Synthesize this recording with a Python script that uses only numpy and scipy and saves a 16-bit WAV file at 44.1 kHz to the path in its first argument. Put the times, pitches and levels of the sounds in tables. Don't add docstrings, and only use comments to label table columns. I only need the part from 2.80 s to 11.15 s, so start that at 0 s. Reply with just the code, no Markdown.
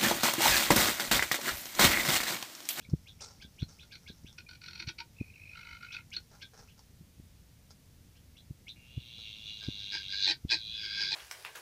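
import sys
import numpy as np
from scipy import signal
from scipy.fft import rfft, irfft, next_fast_len
from scipy.io import wavfile
from scipy.ndimage import uniform_filter1d, map_coordinates

SR = 44100
rng = np.random.default_rng(int(sys.argv[2]) if len(sys.argv) > 2 else 0)


def waveform_to_disk(signal):
    frames = np.transpose(np.atleast_2d(signal))
    scaled = np.clip(frames, -1, 1) * 32767
    samples = np.round(scaled).astype(np.int16)
    wavfile.write(sys.argv[1], SR, samples)


N = 368235
TIME = np.arange(N) / SR

# centre_hz, width_hz, level_db
PING_THROAT = [(2350, 410, 0), (2790, 127, 7.5), (3334, 205, -1.5), (3846, 400, 2.5), (4540, 1100, -4.5),
               (5630, 260, 3), (6210, 720, 0.5)]
# centre_hz, width_hz, level_db
TRILL_THROAT = [(363, 37, -8.5), (980, 78, -19.5), (1579, 107, 5.5), (2323, 320, -0.5), (2900, 100, -11),
                (3130, 270, -8), (4420, 1260, -4.5), (5260, 840, -6.5), (6350, 310, -15)]


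def chirps():
    # start_s, flutter_db, top_pitch_hz, rasp_db
    chirp_list = [(.001, -56.5, 3700, -69), (0.258, -47, 3560, -64), (0.388, -52.5, 3730, -66),
                  (0.599, -48, 3600, -49), (0.775, -44, 3650, -66), (0.98, -48.5, 3740, -74),
                  (1.102, -46, 3920, -49.5), (1.26, -44, 3740, -50), (1.45, -48.5, 3430, -67),
                  (3.104, -41.5, 3660, -52), (3.312, -39, 3800, -44.5), (3.6, -45, 3600, -43),
                  (3.871, -57.5, 2900, -66), (5.341, -61.5, 3100, -66), (5.552, -52, 3710, -73),
                  (5.865, -40, 3700, -66)]
    whistle, flow, force, cycles, pitch = np.zeros((5, N))
    t = np.arange(SR // 10) / SR
    whistle_shape = amp(np.interp(t, [0, .005, .016, .028, .05], [-17, -6, 0.5, -10.5, -60]))
    swell = amp(np.interp(t, [0, .012, .02, .04, .055, .075, .1], [-66, -18, -7, -8.0, -12.5, -34, -73]))
    hoarse = np.exp(-((t - .026) / 0.0073) ** 2)
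    whistle_hz = np.interp(t, [0, .01, .028], [2050, 2300, 3100])
    phase = 2 * np.pi * np.cumsum(whistle_hz) / SR
    whistle_wave = whistle_shape * (np.sin(phase) + hoarse * np.sin(2 * phase))
    for s, db, top_hz, rasp_db in chirp_list:
        add(whistle, s, amp(db - 8.5) * whistle_wave)
        add(cycles, s, 112 * t)
        add(pitch, s, np.interp(t, [.01, .024], [2800, top_hz]))
        add(force, s, amp(db) * swell)
        add(flow, s, amp(rasp_db) * hoarse)
    shake = 1 + .6 * wobble(350)
    flutter = pings(cycles, pitch, PING_THROAT, length=.0008, sweep=.08,
                    click_db=-4, ring_db=-8, direct_db=-3)
    return shake * whistle + force * flutter + rasp(flow, TRILL_THROAT)


def clucks():
    # start_s, puff_count, gap_s, first_puff_db, last_puff_db
    cluck_runs = [(.823, 2, 0.012, -49, -53), (1.034, 1, .02, -55, -51.5), (1.139, 2, .017, -55, -43.5),
                  (1.586, 2, .02, -41, -49.5), (1.692, 4, 0.021, -44.5, -51), (1.819, 4, 0.022, -48, -40.5),
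                  (1.911, 4, 0.023, -45.5, -45), (2.002, 2, 0.024, -36.5, -40),
                  (2.075, 2, 0.0157, -39, -31.5), (2.189, 2, 0.016, -40, -36), (3.146, 2, .023, -43.5, -48),
                  (3.369, 1, .02, -38.5, -36)]
    # middle_s, level_db, pitch_hz, length_s
    pips = [(0.052, -46.5, 2310, 0.0023), (0.832, -37.5, 4170, 0.0026), (1.67, -45.5, 2390, 0.0043),
            (2.408, -43.5, 2500, 0.0026), (2.212, -43, 932, 0.01), (3.3674, -25, 4320, 0.002),
            (3.374, -47, 1520, 0.0033), (3.631, -46.5, 1550, 0.01), (7.725, -25, 2474, 0.005)]
    # centre_hz, width_hz, level_db
    cluck_throat = [(342, 46, -4.5), (924, 143, -11.5), (1472, 119, 7), (1890, 170, -12), (2400, 390, 4),
                    (2956, 92, -4), (3240, 240, -3.5), (3720, 310, -7), (4254, 430, 2.5), (4750, 700, -7.5),
                    (5680, 550, -6.5)]
    puff_s, width_spread, scatter_db = .0045, .25, 0.5
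    flow, tone = np.zeros((2, N))
    u = np.arange(-SR // 30, SR // 30) / SR
    for s, count, gap, first_db, last_db in cluck_runs:
        for k, db in enumerate(np.linspace(first_db, last_db, round(count))):
            size, width = rng.standard_normal(2)
            this_puff_s = puff_s * np.exp(width_spread * width)
            puff = amp(db + scatter_db * size) / np.cosh(1.8 * u / this_puff_s)
            add(flow, s + k * gap + u[0] - .001, puff)
    for s, db, hz, length in pips:
        pip = np.exp(-(u / length) ** 2) * np.sin(2 * np.pi * hz * u)
        add(tone, s + u[0], amp(db) * pip)
    return amp(0.5) * rasp(flow, cluck_throat) + tone


def purr():
    # time_s, effort_db
    purr_effort = [(2.35, -72), (2.404, -53.5), (2.46, -61), (2.742, -49.5), (2.748, -59), (2.94, -59),
                   (2.964, -64), (3.168, -45), (3.22, -67)]
    # start_s, length_s, level_db
    churrs = [(2.765, 0.051, -48.5), (2.85, .11, -48), (3.028, 0.035, -48.5), (3.135, 0.055, -49.5)]
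    # centre_hz, width_hz, level_db
    purr_throat = [(940, 70, -8), (1430, 137, 6.5), (2184, 320, -0.5), (2420, 76, -12), (2950, 230, -4.5),
                   (4100, 980, -9.5), (4780, 320, -16), (5500, 740, -16)]
    start_s, first_pace, slowing = 2.349, 52.3, 2.5
    age = np.maximum(TIME - start_s, 0)
    cycles = first_pace * age - slowing * age ** 2 / 2
    tone = pulses(cycles, np.full(N, 2500), length=0.0047, sweep=0.02, skirt=0.087,
                  jitter=.0003, scatter_db=3.5)
    husk = rasp(puffs(cycles, sharp=0.37), [(2385, 350, -3), (4140, 550, -19), (5400, 540, -20)])
    churr_gain = spells(churrs, attack=0.021, release=0.014)
    flow = churr_gain * puffs(cycles, sharp=1.06) * amp(wobble(40))
    return amp(phrases([purr_effort]) - 4) * (tone + amp(-2.0) * husk) + rasp(flow, purr_throat)


def trill():
    # time_s, effort_db
    trill_effort = [
        [(5.96, -63.5), (6.48, -45), (6.61, -51), (6.698, -42), (6.752, -47), (7.126, -41), (7.144, -39.5),
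         (7.206, -45), (7.412, -35.5), (7.434, -27.5), (7.514, -32.5), (7.56, -71)],
        [(7.68, -68), (7.696, -33), (7.742, -36.5), (7.794, -45), (7.958, -39.5), (8.04, -45), (8.318, -37.5),
         (8.35, -41)],
    ]
    # time_s, rasp_db
    beak = [
        [(6.78, -80), (6.838, -54), (6.942, -86), (7.0, -60.5), (7.104, -76), (7.124, -45), (7.146, -42.5),
         (7.274, -73), (7.334, -43), (7.356, -54), (7.512, -43), (7.56, -72)],
        [(7.68, -90), (7.704, -41), (7.716, -35), (7.844, -86.5), (8.054, -43), (8.076, -52), (8.226, -39.5),
         (8.316, -50.5), (8.35, -52)],
    ]
    # time_s, pitch_hz
    trill_pitch = [(5.96, 2430), (6.08, 3000), (6.34, 3480), (6.55, 3283), (6.9, 3556), (7.27, 3450),
                   (7.47, 4050), (7.685, 3270), (7.74, 4250), (7.95, 3338), (8.12, 3440), (8.35, 3880)]
    # time_s, pings_per_s
    trill_pace = [(5.95, 124), (6.2, 124), (6.38, 110), (6.85, 104), (7.54, 95), (7.68, 115), (7.92, 111),
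                  (8.35, 94)]
    # centre_hz, width_hz, level_db
    late_throat = [(2494, 200, 3.5), (2840, 110, -1.5), (3350, 185, 2.5), (3950, 360, 2), (4670, 720, -9),
                   (6100, 1300, -5)]
    # centre_hz, width_hz, level_db
    shrill_ring = [(4776, 290, 3.5), (5330, 250, -18)]
    # start_s, length_s, level_db
    screeches = [(7.135, 0.017, -42.5), (7.475, 0.041, -29), (7.715, 0.032, -31), (8.203, 0.024, -44),
                 (8.32, 0.033, -34.5)]
    # centre_hz, width_hz, level_db
    screech_throat = [(341, 73, -0.5), (634.6, 138, -8), (895, 118, 1), (1860, 250, 2.5), (2450, 175, 8),
                      (3130, 150, -3), (4010, 760, 7.5), (4720, 880, -0.5), (5350, 190, 3.5),
                      (5840, 1200, -11), (7680, 1450, -19.5)]
    effort_db, rasp_db = phrases(trill_effort), phrases(beak)
    pitch, = curves(trill_pitch)
    pace, = curves(trill_pace)
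    cycles = np.cumsum(pace * (1 + .008 * wobble(40))) / SR
    early, late = [pings(cycles, pitch, modes, length=0.00031, sweep=0.11,
                         click_db=-11, ring_db=-11, direct_db=-12.5)
                   for modes in (PING_THROAT, late_throat)]
    throat_change_s = 7.62
    core = np.where(TIME < throat_change_s, early, late)
    flow = puffs(cycles, sharp=0.69)
    hoarse = rasp(amp(rasp_db + 5.0) * flow, TRILL_THROAT)
    opening = np.clip((rasp_db + 72.5) / 15, 0, 1)
    from_beak = .55
    shrill_db = -1.5 + from_beak * rasp_db + (1 - from_beak) * effort_db
    shrill_db += 3.5 * (TIME > throat_change_s)
    shrill = rasp(opening * amp(shrill_db) * flow, shrill_ring)
    screech_gain = spells(screeches, attack=0.0087, release=0.0034)
    screech = rasp(screech_gain * flow, screech_throat)
    voice = amp(effort_db - 0.5) * core + hoarse + shrill + screech
    stretch_s = .0006 * wobble(9)
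    return map_coordinates(voice, [(TIME + stretch_s) * SR], order=3)


def leaves():
    # start_s, level_db, decay_s, soil_db (relative to the leaves)
    scratches = [(0.099, -56.5, 0.0065, -7), (0.409, -40.5, 0.019, -12.5), (0.423, -43.5, 0.022, -19),
                 (.47, -59.5, 0.07, -4), (0.882, -57.5, 0.044, -8), (1.2, -74, 0.12, 1),
                 (3.509, -60, 0.052, 2.5), (3.735, -63, 0.028, 5), (3.785, -57.5, 0.037, -0.5),
                 (3.98, -61, 0.028, -8.5), (4.905, -52, 0.011, -9), (6.388, -56.5, 0.011, -4.5),
                 (6.826, -59.5, 0.017, 4.5)]
    # start_s, length_s, level_db
    stir = [(0, 1.5, -64.5), (2.25, 1.6, -69.5), (6.55, .95, -60.5), (8.15, .2, -65)]
    # start_s, level_db
    ticks = [(1.529, -50), (3.306, -47), (3.405, -49.5)]
    # frequency_hz, level_db (per Hz)
    leaf_colour = [(150, -57), (250, -42), (411, -6), (699, -14), (858, -8), (1170, -14.5), (1430, -8.5),
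                   (1760, -33), (2090, -17), (2850, -22.5), (5550, -1.5), (9940, -24.5), (15000, -50)]
    # frequency_hz, level_db (per Hz)
    soil_colour = [(150, -39), (400, 0), (750, 1.5), (1050, -4), (1450, 0), (2200, -13), (5000, -29)]
    push = amp(-8.5) * spells(stir, attack=.15, release=.15)
    scuff = np.zeros(N)
    t = np.arange(SR // 2) / SR
    for s, db, decay, soil_db in scratches:
        stroke = amp(db + 1.5) * (1 - np.exp(-t / (0.14 * decay))) * np.exp(-t / decay)
        add(push, s - .003, stroke)
        add(scuff, s - .003, amp(soil_db) * stroke)
    for s, db in ticks:
        add(push, s - .001, amp(db + 3) * np.exp(-t / 0.00084))
    crackle = unit(amp(5.6 * wobble(700))) * rng.standard_normal((2, N))
    return coloured(push * crackle[0], leaf_colour) + coloured(scuff * crackle[1], soil_colour)


def bumps():
    # middle_s, level_db, pitch_hz, length_s, knock_db (relative to the body)
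    bump_list = [(0.092, -41, 189, 0.0051, -15), (0.119, -38, 110, .006, -10), (0.139, -17, 143, 0.008, -7),
                 (0.651, -44.5, 191, 0.0046, -12), (0.83, -23, 124, 0.0072, -7),
                 (1.303, -40.5, 205, 0.0054, -7), (1.447, -37, 141, 0.0026, -12),
                 (2.08, -33, 115, 0.0078, -9.5), (2.414, -30.5, 112, 0.011, 6.5),
                 (4.213, -43, 151, 0.0084, -10), (4.401, -41, 140, 0.0048, -4),
                 (5.711, -32.5, 128, 0.0071, -8.5), (6.18, -27.5, 117.5, 0.0098, -8.5),
                 (6.888, -28.5, 123, 0.0086, 3.5), (7.652, -25.5, 128.4, 0.0033, -6.5)]
    out = np.zeros(N)
    u = np.arange(-SR // 16, SR // 16) / SR
    sway = amp(-10.0) * np.sin(2 * np.pi * 75 * u) / np.cosh(u / 0.0068)
    for s, db, hz, length, knock_db in bump_list:
        body = np.cos(2 * np.pi * hz * u) / np.cosh(2.48 * u / length)
        knock = amp(knock_db) * np.sin(2 * np.pi * 2.065 * hz * u) * np.exp(-np.abs(u) / 0.0021)
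        add(out, s + u[0], -amp(db) * (body - knock + sway))
    return out


def pen(x, wet_db):
    # frequency_hz, fade_s
    echo_fade = [(200, 0.092), (1500, 0.091), (4000, 0.098), (10000, 0.065)]
    hz, t, z = signal.stft(rng.standard_normal(SR // 3), SR, nperseg=256)
    fade = amp(-60 * t / along(echo_fade, hz)[:, None])
    tail = signal.istft(z * fade, SR, nperseg=256)[1]
    delayed = np.pad(x, (SR // 500, 0))
    echo = signal.fftconvolve(delayed, tail / np.linalg.norm(tail))[:N]
    return (x + amp(wet_db) * echo) / np.hypot(1, amp(wet_db))


def air():
    # frequency_hz, level_db (per Hz)
    floor_colour = [(12, -47), (20, -15.5), (80, 0.5), (225, -14), (381, -29), (450, -22), (853, -28.5),
                    (953, -28.5), (1040, -31), (1760, -30), (2020, -29), (2980, -29.5), (6140, -29),
                    (7670, -32), (15400, -33.5)]
    gust_colour = [(20, -10), (70, -2), (170, -3.5), (400, -19.5), (1200, -60), (5000, -120)]
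    floor = amp(-60) * coloured(rng.standard_normal(N), floor_colour)
    gusts = amp(-64.5 + 2.4 * wobble(34)) * coloured(rng.standard_normal(N), gust_colour)
    return floor + gusts


def pings(cycles, pitch, modes, length, sweep, click_db, ring_db, direct_db):
    train = pulses(cycles, pitch, length, sweep, skirt=.06, jitter=.00012, scatter_db=1.2)
    flow = puffs(cycles, sharp=0.63)
    edge = amp(click_db) * flow * rng.standard_normal(N)
    ring_hz = pitch * (1 + .025 * wobble(18))
    rough_tone = unit(wobble(650) * np.cos(2 * np.pi * np.cumsum(ring_hz) / SR))
    ring = amp(ring_db) * flow * rough_tone
    return steady(unit(throat(train + edge, modes)) + amp(direct_db) * train + ring)


def pulses(cycles, pitch, length, sweep, skirt, jitter, scatter_db):
    out = np.zeros(N)
    u = np.arange(-SR // 140, SR // 140) / SR
    beats = np.flatnonzero(np.diff(np.floor(cycles)) > 0)
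    shape = (np.exp(-np.abs(u) / length) + skirt) * np.hanning(len(u))
    for i, (late, size, tune) in zip(beats, rng.standard_normal((len(beats), 3))):
        hz = pitch[i] * (1 + 0.034 * tune) * (1 + sweep * np.tanh(u / (2 * length)))
        turn = np.cumsum(hz) / SR
        wave = np.cos(2 * np.pi * (turn - turn[len(u) // 2]))
        add(out, i / SR + u[0] + jitter * late, amp(scatter_db * size) * shape * wave)
    return unit(out)


def puffs(cycles, sharp):
    return unit(np.exp(sharp * np.cos(2 * np.pi * cycles)))


def rasp(flow, modes):
    return throat(flow * rng.standard_normal(N), modes)


def throat(x, modes):
    def response(hz):
        total = 0
        for k, (centre, width, db) in enumerate(modes):
            damping = 1j * hz * width
            resonance = damping / (centre * centre - hz * hz + damping)
            total = total + (-1) ** k * amp(db) * resonance ** 2
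        return total
    return filtered(x, response)


def coloured(x, spectrum):
    return filtered(x, lambda hz: amp(along(spectrum, hz)))


def filtered(x, response):
    m = next_fast_len(N + SR // 4)
    h = response(np.fft.rfftfreq(m, 1 / SR))
    return irfft(rfft(x, m) * h / np.sqrt(np.mean(np.abs(h) ** 2)), m)[:N]


def spells(rows, attack, release):
    gains = []
    for s, length, db in rows:
        before = np.minimum(TIME - s, 0)
        after = np.maximum(TIME - s - length, 0)
        gains.append(amp(db) * np.exp(before / attack - after / release))
    return np.max(gains, axis=0)


def phrases(tables):
    return np.max([curves(rows, outside=-120)[0] for rows in tables], axis=0)


def curves(rows, outside=None):
    s, *cols = np.transpose(rows)
    return [np.interp(TIME, s, c, outside, outside) for c in cols]


def along(points, hz):
    f, v = np.transpose(points)
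    return np.interp(np.log(hz + 1), np.log(f + 1), v)


def wobble(rate):
    return map_coordinates(rng.standard_normal(int(N * rate / SR) + 4), [TIME * rate], order=2)


def add(track, s, piece):
    i = round(s * SR)
    part = piece[max(-i, 0):max(N - i, 0)]
    track[max(i, 0):max(i, 0) + len(part)] += part


def steady(x):
    power = uniform_filter1d(uniform_filter1d(x * x, size=1300), size=900)
    return x / np.sqrt(np.abs(power) + 1e-9)


def unit(x):
    return x / np.sqrt(np.mean(x ** 2) + 1e-20)


def amp(db):
    return 10 ** (np.asarray(db) / 20)


def scene():
    birds = chirps() + clucks() + purr() + trill()
    return (pen(birds + leaves(), wet_db=-5.5) + bumps() + air())[None]


def record(dry):
    top_hz = 15400
    return irfft(rfft(dry) * (np.fft.rfftfreq(N, 1 / SR) < top_hz), N)


dry = scene()
out = record(dry)
waveform_to_disk(out)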